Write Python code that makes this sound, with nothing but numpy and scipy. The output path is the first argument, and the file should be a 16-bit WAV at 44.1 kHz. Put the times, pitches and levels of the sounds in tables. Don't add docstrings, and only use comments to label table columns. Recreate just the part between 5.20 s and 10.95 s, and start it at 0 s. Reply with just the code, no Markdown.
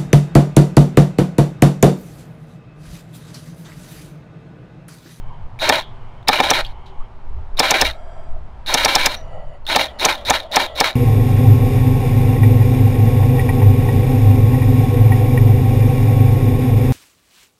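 import sys
import numpy as np
from scipy import signal
from scipy.fft import rfft, irfft, next_fast_len
from scipy.io import wavfile
from scipy.ndimage import uniform_filter1d, map_coordinates

SR = 44100
rng = np.random.default_rng(int(sys.argv[2]) if len(sys.argv) > 2 else 0)


def waveform_to_disk(signal):
    frames = np.transpose(np.atleast_2d(signal))
    scaled = np.clip(frames, -1, 1) * 32767
    samples = np.round(scaled).astype(np.int16)
    wavfile.write(sys.argv[1], SR, samples)


N = 253707

# f/Hz, width/Hz, level/dB
PINION_MODES = [(3720, 520, 0), (4400, 300, -26)]
CASE_MODES = [(1654, 1270, -0.5), (2150, 720, -1.5), (2790, 470, 0.5), (3130, 300, -1)]
SHELL_MODES = [(411, 150, 0), (640, 286, 6.5), (776, 100, 7), (985, 214, 6), (1210, 1000, 2.5)]
# first bite/dB, sag at the cut/dB, coasting/dB, rattle/dB, growl/dB, hiss/dB
TRIGGER_PULLS = [(0.393, 0.614, 0.033, -25.5, -8, -9, -15, 0.0083, 2.5, -8),
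                 (1.074, 1.411, 0.12, -25.5, -1.5, -2.5, -15.5, 0.01, 1.9, -8),
                 (2.37, 2.711, 0.061, -25.5, -6.5, -11.5, -19, 0.0025, 0, -7),
                 (3.462, 3.949, 0.067, -25, -4, -7.5, -18, 0.0036, 0.22, -5.5),
                 (4.465, 4.671, .07, -25.5, -9, -10, -22.5, 0, 1.7, -5.5),
                 (4.788, 4.956, 0.091, -25.5, -6, -10.5, -16.5, 0.02, 3.6, -5),
                 (5.05, 5.205, 0.065, -26, -5, -11.5, -15.5, 0.015, 0.41, -6),
                 (5.314, 5.466, 0.068, -25.5, -4.5, -7.5, -22, 0, 3.9, -6.5),
                 (5.552, 5.709, 0.1, -26, -9, -6, -15.5, 0, 0.6, -6.5)]
# t/s, slam level/dB, release knock/dB, rattle/dB and growl/dB added at the next catch
STROKES = [(0.4967, 1.5, -12, 6.6, 8), (1.0896, 0.5, -13, 7.8, 4.5), (1.202, 0.5, -12, 4.6, 5),
           (1.312, -1, -13, 4.9, -2.5), (2.4016, -1, -12, 8.2, 6.5), (2.5155, -3.5, -10, 7.9, 8),
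           (2.6208, -2.5, -11, 1.3, -7), (3.5473, -4, -14.5, 7.5, 1), (3.658, -4.5, -9, 4.1, 3.5),
           (3.7602, -4, -14, 2.7, -2.5), (3.8675, -8.5, -13, 1.1, -23), (4.5618, -0.5, -9.5, 2.5, 6.5),
           (4.8585, -4, -6, 6.1, 1), (5.1065, 0, -13, 5.2, 4), (5.3678, 0.5, -19, 3.5, 1),
           (5.61, -1, -13.5, 6, 4)]
# t/s, level/dB, f/Hz
TAPS = [(0.39, -25, 2310), (0.5242, -24.5, 2410), (0.5574, -8, 3800), (0.597, -15.5, 3530),
        (0.6104, -21, 3750), (1.0286, -42.5, 3580), (1.1302, -5.5, 2290), (1.158, -10, 2900),
        (1.2376, -18.5, 3060), (1.3365, -8, 3270), (1.4486, -22.5, 3300), (1.4654, -28.5, 4550),
        (2.4324, -29.5, 2800), (2.4624, -13, 3930), (2.541, -12.5, 3290), (2.5706, -11, 1550),
        (2.6519, -15, 1870), (2.7111, -17.5, 3700), (3.5761, -10.5, 3080), (3.6816, -18.5, 3140),
        (3.784, -16, 3060), (3.9432, -18, 3890), (4.4525, -36.5, 4240), (4.4664, -14, 3550),
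        (4.5945, -6.5, 2120), (4.6424, -18, 3530), (4.656, -17, 3800), (4.8873, -14, 2295),
        (4.9264, -11.5, 3700), (4.954, -18, 3660), (5.1388, -12, 1930), (5.202, -17, 3670),
        (5.3983, -11, 1837), (5.4632, -16, 3720), (5.6421, -6.5, 2080), (5.6744, -32, 4030),
        (5.7094, -25, 3800)]
TOOTH_HZ = 326.6
SAG_AFTER_S = .05


def amp(db):
    return 10 ** (np.asarray(db) / 20)


def unit(x):
    return x / np.sqrt(np.mean(x ** 2) + 1e-20)


def along(points, hz):
    f, values = np.transpose(points)
    return np.interp(np.log(hz + 1), np.log(f + 1), values)


def curves(rows):
    times, *columns = np.transpose(rows)
    return [np.interp(np.arange(N) / SR, times, column) for column in columns]


def wobble(rate):
    knots = rng.standard_normal(int(N * rate / SR) + 4)
    return map_coordinates(knots, [np.arange(N) * rate / SR])


def filtered(x, response):
    size = next_fast_len(len(x) + 8192)
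    return irfft(rfft(x, size) * response(np.fft.rfftfreq(size, 1 / SR)), size)[:len(x)]


def coloured(x, spectrum):
    return unit(filtered(x, lambda hz: amp(along(spectrum, hz))))


def resonant(x, modes, order=1):
    def response(f):
        return sum((-1) ** k * amp(db / order) * 1j * f * width / (hz * hz - f * f + 1j * f * width)
                   for k, (hz, width, db) in enumerate(modes)) ** order
    return unit(filtered(x, response))


def add(out, start, sound):
    part = out[round(start * SR):][:len(sound)]
    part += sound[:len(part)]


def swell(t, rise, t60):
    t = np.maximum(t, 0)
    return (1 - np.exp(-t / max(rise, 1e-4))) * amp(-60 * t / t60)


def noise(length=N):
    return rng.standard_normal(length)


def far_noise():
    rumble_spectrum = [(50, -36.5), (100, 0.5), (125, -1.5), (150, -5), (200, -24), (800, -140)]  # f/Hz, level/dB
    rumble_levels = [(0, -39), (.6, -41), (.9, -43.5), (1.5, -45), (2.5, -53), (3.2, -45), (3.7, -54),
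                     (4.15, -39.5), (4.5, -50), (5.75, -57)]
    hiss_spectrum = [(100, -39), (170, -7.5), (220, -2.5), (310, -10), (450, -8.5), (900, -3.5),
                     (1600, -16), (2500, -22.5), (4000, -30), (7000, -42), (10000, -47), (16000, -68.5)]
    drone_band = (383, 40, 0)  # f/Hz, width/Hz, level/dB
    drone_levels = [(0, -70), (.6, -64), (.8, -58), (1.5, -59), (2, -58), (2.8, -58), (3.4, -60),
                    (4.2, -60), (4.5, -68), (5.75, -68)]
    hum = amp(-7.5) * resonant(noise(), [(92, 8, 0)], order=2)
    rumble = amp(curves(rumble_levels)[0]) * (coloured(noise(), rumble_spectrum) + hum)
    hiss = amp(-47.5 + 1.5 * wobble(3)) * coloured(noise(), hiss_spectrum)
    drone = amp(curves(drone_levels)[0] + 2 * wobble(6)) * resonant(noise(), [drone_band], order=2)
    return rumble + hiss + drone


def hoots():
    glides = [(.095, 0.083, 1087, 848, -39), (1.56, 0.048, 935, 877, -43.5), (1.8, 0.036, 1184, 1140, -40)]  # t/s, length/s, first f/Hz, last f/Hz, level/dB
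    out = np.zeros(N)
    for start, length, from_hz, to_hz, db in glides:
        progress = np.linspace(0, 1, round(length * SR))
        jitter_hz = 900 * uniform_filter1d(noise(SR // 4), size=150)[:len(progress)]
        hz = from_hz + (to_hz - from_hz) * progress + jitter_hz
        envelope = amp(db) * np.sin(np.pi * progress ** .6)
        add(out, start, envelope * np.sin(2 * np.pi * np.cumsum(hz) / SR))
    return out


def wind():
    wind_levels = [(0, -22.5, -51), (.7, -40.5, -46), (1.2, -38, -42.5), (1.5, -32, -42), (2, -27.5, -44.5),
                   (2.5, -34, -39.5), (3, -26, -44.5), (3.5, -27.5, -39), (4.4, -25.5, -44),
                   (4.7, -44.5, -41), (5.2, -36.5, -43), (5.75, -41.5, -42)]
    gusts = [(0.25, 0.018, 3, 13), (0.496, 0.02, 3, 21.5), (0.852, 0.18, 13, -2.5), (1.445, 0.065, 16, -1),
             (1.8, 0.023, 4, -12), (2.178, 0.063, 14.5, 18), (2.338, 0.041, 12.5, 1.5),
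             (2.668, 0.046, 8.5, 14), (3.14, 0.048, 6, 9.5), (3.252, 0.055, 0.5, 8.5),
             (3.753, 0.041, 2, 1.5), (4.045, 0.038, 4, 0), (5.1, 0.031, 6.5, 15), (5.495, 0.029, 5, 3)]
    buffet_spectrum = [(5, -1), (12, 5), (30, -13), (60, -30), (120, -52.5), (400, -140)]  # f/Hz, level/dB
    flutter_spectrum = [(25, -44), (55, 10), (90, -4.5), (130, -18), (500, -140)]  # f/Hz, level/dB
    t = np.arange(N) / SR
    buffet_db, flutter_db = curves(wind_levels)
    for centre, half_width, buffet_gain, flutter_gain in gusts:
        gust = np.clip(1 - np.abs(t - centre) / half_width / 2, 0, 1)
        buffet_db += gust * buffet_gain
        flutter_db += gust * flutter_gain
    buffet = amp(buffet_db) * coloured(noise(), buffet_spectrum)
    return buffet + amp(flutter_db) * coloured(noise(), flutter_spectrum)


def echoes(x):
    decay_times = [(300, 0.15), (2000, 0.067), (6000, 0.041), (14000, 0.05)]  # f/Hz, t60/s
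    hz, t, spectrogram = signal.stft(noise(SR // 3), SR, nperseg=256)
    decay = amp(-60 * t / along(decay_times, hz)[:, None])
    tail = signal.istft(spectrogram * decay, SR, nperseg=256)[1]
    return signal.fftconvolve(x, tail / np.linalg.norm(tail))[:N]


def ground_reflection(x):
    bounce = (.0066, -1, 1500)  # delay/s, level/dB, low-pass corner f/Hz
    delay, db, corner_hz = bounce
    return filtered(x, lambda f: amp(db) * np.exp(-2j * np.pi * f * delay) / (1 + 1j * f / corner_hz) ** 2)


def feed_whirr():
    runs = [(0, 0.272, -55, -63.5), (0.61, 1.032, -76, -63), (1.398, 1.869, -50, -59),
            (2.664, 3.12, -44.5, -59), (3.123, 3.184, -44.5, -84), (3.897, 4.371, -46.5, -58.5),
            (4.12, 4.26, -45, -76.5), (4.675, 4.994, -41, -52), (4.98, 5.274, -39, -60),
            (5.3, 5.737, -38, -52)]
    grips = [(2.201, [(834, 270, 1), (1167, 160, -9), (2150, 260, 9.5), (3094, 340, 9.5), (3540, 230, -5),
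             (4150, 390, -13.5), (5480, 300, -21), (6670, 150, -11.5), (7660, 200, -18), (8170, 140, -19.5),
             (12300, 130, -22)]), (3.601, [(656, 140, -1), (1354, 75, -11.5), (1595, 180, -3),
             (2240, 300, -9.5), (3215, 250, -9), (4810, 130, -13.5), (5730, 100, -16), (7170, 740, -25),
             (8140, 390, -21), (8830, 110, -29.5), (11000, 150, -24)]), (6, [(620, 210, -4),
             (1364, 68, -19), (1950, 130, 4), (2960, 250, -2.5), (4560, 250, -15), (7030, 200, -17.5),
             (8550, 200, -22.5), (9560, 160, -22.5), (11500, 110, -29.5), (13550, 200, -35.5)])]
    out, t, start = np.zeros(N), np.arange(N) / SR, 0
    low_gain, treble_gain = amp(-61.5), amp(-76)
    for on, off, low_db, treble_db in runs:
        running = np.clip(np.minimum(t - on, off - t) / .03 + .5, 0, 1)
        low_gain += running * amp(low_db)
        treble_gain += running * amp(treble_db)
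    for until, modes in grips:
        low = low_gain * resonant(noise(), modes[:2], order=2)
        treble = treble_gain * resonant(noise(), modes[2:], order=2)
        out += ((t >= start) & (t < until)) * (low + treble)
        start = until
    return amp(1.5 * wobble(12)) * out


def metal_ring():
    rings = [(0.622, -38.5, 3360, 500, 0.26), (1.445, -32.5, 3180, 910, 0.13),
             (1.658, -48.5, 3520, 1965, 0.19), (3.963, -41, 5820, 200, 0.2), (4.679, -37, 3350, 600, 0.12),
             (4.972, -37.5, 3380, 590, 0.22), (5.219, -41.5, 3420, 600, 0.26), (5.47, -39, 3370, 500, 0.31)]
    out, t = np.zeros(N), np.arange(SR // 4) / SR
    for start, db, hz, width, t60 in rings:
        ring = resonant(noise(len(t)), [(hz, width, 0)], order=2)
        add(out, start, amp(db) * swell(t, .0025, t60) * ring)
    return out


def clicks():
    out, t = np.zeros(N), np.arange(SR // 30) / SR
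    envelope = swell(t, rise=.0004, t60=.013)
    for start, db, hz in TAPS:
        crack = resonant(noise(len(t)), CASE_MODES + PINION_MODES + [(9500, 3000, -20)])
        add(out, start, amp(db + 1.5) * envelope * (np.sin(2 * np.pi * hz * t) + .3 * crack))
    return out


def gear_levels():
    t, rows = np.arange(0, N + 22, 22) / SR, []
    slams, taps = np.transpose(STROKES)[0], np.transpose(TAPS)[0]
    for on, off, coast_s, db, bite, sag, coast, *layers in TRIGGER_PULLS:
        spin_up = [(on - .002, -120), (on, db + bite - 3), (on + .003, db + bite), (on + .025, db)]
        sagging = [(slams[slams < off].max() + SAG_AFTER_S, db), (off, db + sag)]
        stop = off + coast_s
        coasting = [(off + .0078, db + coast), (stop, db + coast - 18), (stop + .004, -120)]
        rows += [(time, level, *layers) for time, level in spin_up + sagging + coasting]
    times, *columns = np.transpose(rows)
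    effort_db, rattle_db, growl_db, hiss_db = [np.interp(t, times, column) for column in columns]
    lag = sum((t > on - .002) * np.clip(1 - (t - on) / .037, 0, 1) for on, *_ in TRIGGER_PULLS)
    thinning = sum((t < slam) * np.clip(1 - (slam - t) / .06, 0, 1) for slam in slams)
    catches = [taps[taps > slam].min() for slam in slams]
    slack = sum(np.interp(t, [slam, slam + .013, catch - .002, catch], [0, 1, .21, 0])
                for slam, catch in zip(slams, catches))
    shakes = np.array([(t > catch - .002) * np.exp(-np.abs(t - catch) / .026) for catch in catches])
    shake_rattle_db, shake_growl_db = np.transpose(STROKES)[3:] @ shakes
    whine_db = effort_db - 9.5 * slack - 1.5 * thinning
    rattle_db += shake_rattle_db - 13 * lag - slack
    growl_db += shake_growl_db - 23.5 * lag
    hiss_db += 3 * shakes.sum(axis=0)
    return curves(np.transpose([t, effort_db, whine_db, rattle_db, growl_db, hiss_db]))


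def shifting_modes(x, modes):
    return unit(sum(amp(db + 2 * wobble(30)) * resonant(x, [(hz, width, 0)], order=2) * np.sqrt(width)
                    for hz, width, db in modes))


def mesh_tones():
    harmonics = [(3, -3), (7, -6.5)]
    slams, speeds = np.transpose(STROKES)[0], []
    for on, off, *_ in TRIGGER_PULLS:
        full_from = min(on + .045, slams[slams > on].min() + .02)
        full_until = slams[slams < off].max() + SAG_AFTER_S
        speeds += [(on, .68), (full_from, 1), (full_until, 1), (off, .78)]
    cycles = np.cumsum(TOOTH_HZ * curves(speeds)[0] * amp(.25 * wobble(50))) / SR
    return sum(amp(db + 4 * wobble(70)) * np.sin(2 * np.pi * order * cycles) for order, db in harmonics)


def gears():
    hiss_spectrum = [(3500, -1.5), (5400, -2.5), (6200, -5), (7800, -17), (8800, -12), (9900, -8),
                     (11000, -12.5), (13000, -11.5), (16000, -17)]
    effort_db, whine_db, rattle_db, growl_db, hiss_db = gear_levels()
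    speed = np.clip(amp(.6 * (effort_db + 22.5)), .45, 1)
    tooth_count = np.floor(np.cumsum(TOOTH_HZ * speed * amp(1.3 * wobble(60))) / SR)
    impacts = np.diff(tooth_count, prepend=0) * amp(2 * noise())
    contact = swell(np.arange(600) / SR, rise=.0004, t60=.016)
    teeth = signal.fftconvolve(impacts, contact)[:N] / np.sqrt(speed)
    scrape = (.36 * speed + teeth) * noise()
    hiss = amp(hiss_db) * coloured((.16 * speed + teeth) * noise(), hiss_spectrum)
    whine = resonant(scrape, PINION_MODES, order=2)
    rattle = amp(rattle_db) * shifting_modes(scrape, CASE_MODES)
    growl = amp(growl_db) * shifting_modes(scrape, SHELL_MODES)
    tones = amp(np.minimum(rattle_db, 0)) * mesh_tones()
    return amp(whine_db) * (whine + rattle + growl + hiss + tones)


def shots():
    snaps = [(0.493, -4.5, 5276), (1.0855, -3, 4760), (1.2068, -18, 5050), (1.3055, -4.5, 5750),
             (2.3963, -1, 5200), (2.5096, -2.5, 5530), (2.6145, -1.9, 5130), (3.5424, -1.7, 5410.0),
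             (3.65, -2.6, 5140), (3.7543, -1.2, 4980), (3.8612, -0.5, 5300), (4.5613, -4.5, 4500),
             (4.8524, -2, 5890), (5.1022, -5.5, 6130), (5.3612, -5, 5240), (5.6043, -3.5, 5050)]
    air_spectrum = [(1500, -15.5), (3000, -5), (5500, -8), (8000, -10.5), (11000, -15), (16000, -16.5)]  # f/Hz, level/dB
    cylinder_modes = [(216, -36.5, 0.067), (268.2, -15, 0.05), (360, -7, 0.016), (503, -2.5, 0.02),
                      (811.7, 1.5, 0.026), (922, -4, 0.02), (1212, -3, 0.018), (1790, -4.5, 0.017),
                      (2250, -0.5, 0.01), (3540, -5.5, 0.016)]
    out, t = np.zeros(N), np.arange(SR // 12) / SR
    for time, db, hz in snaps:
        air_noise, band_noise, tick_noise = rng.standard_normal((3, len(t)))
        air = coloured(air_noise, air_spectrum) + 1.7 * resonant(band_noise, [(hz, 900, 0)])
        add(out, time - .0045, amp(db + 17.5) * swell(t, .0052, .05) ** 3 * air)
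        whistle = np.sin(2 * np.pi * hz * t * (1 + 60 * t / 2) + tick_noise[0])
        add(out, time - .001, amp(db + 6.5) * swell(t, .001, .009) * whistle)
        tick = swell(t, .0001, .0018) * coloured(tick_noise, air_spectrum)
        add(out, time + .0045, amp(db - 6) * tick)
    for time, slam_db, knock_db, *_ in STROKES:
        knock = swell(t, .00017, .044) * resonant(noise(len(t)), SHELL_MODES + CASE_MODES)
        add(out, time - .0138, amp(knock_db) * knock)
        crack = .1 * swell(t, .0003, .013) * coloured(noise(len(t)), air_spectrum)
        thump = sum(amp(db + rng.normal(0, 1.5)) * swell(t, .69 / hz, t60) * np.sin(2 * np.pi * hz * t)
                    for hz, db, t60 in cylinder_modes)
        add(out, time, -amp(slam_db) * (thump + crack))
    return out


def scene():
    blows = shots() + clicks()
    blaster = blows + gears() + metal_ring()
    reflections = ground_reflection(blows) + amp(-12) * echoes(blaster)
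    return (blaster + reflections + feed_whirr() + hoots() + wind() + far_noise())[None]


def record(dry):
    top_hz = 15795
    clipped = dry[0] / (1 + np.abs(dry[0]) ** 8) ** (1 / 8)
    return filtered(clipped, lambda hz: np.clip((top_hz - hz) / 150, 0, 1) ** 2)[None]


dry = scene()
out = record(dry)
waveform_to_disk(out)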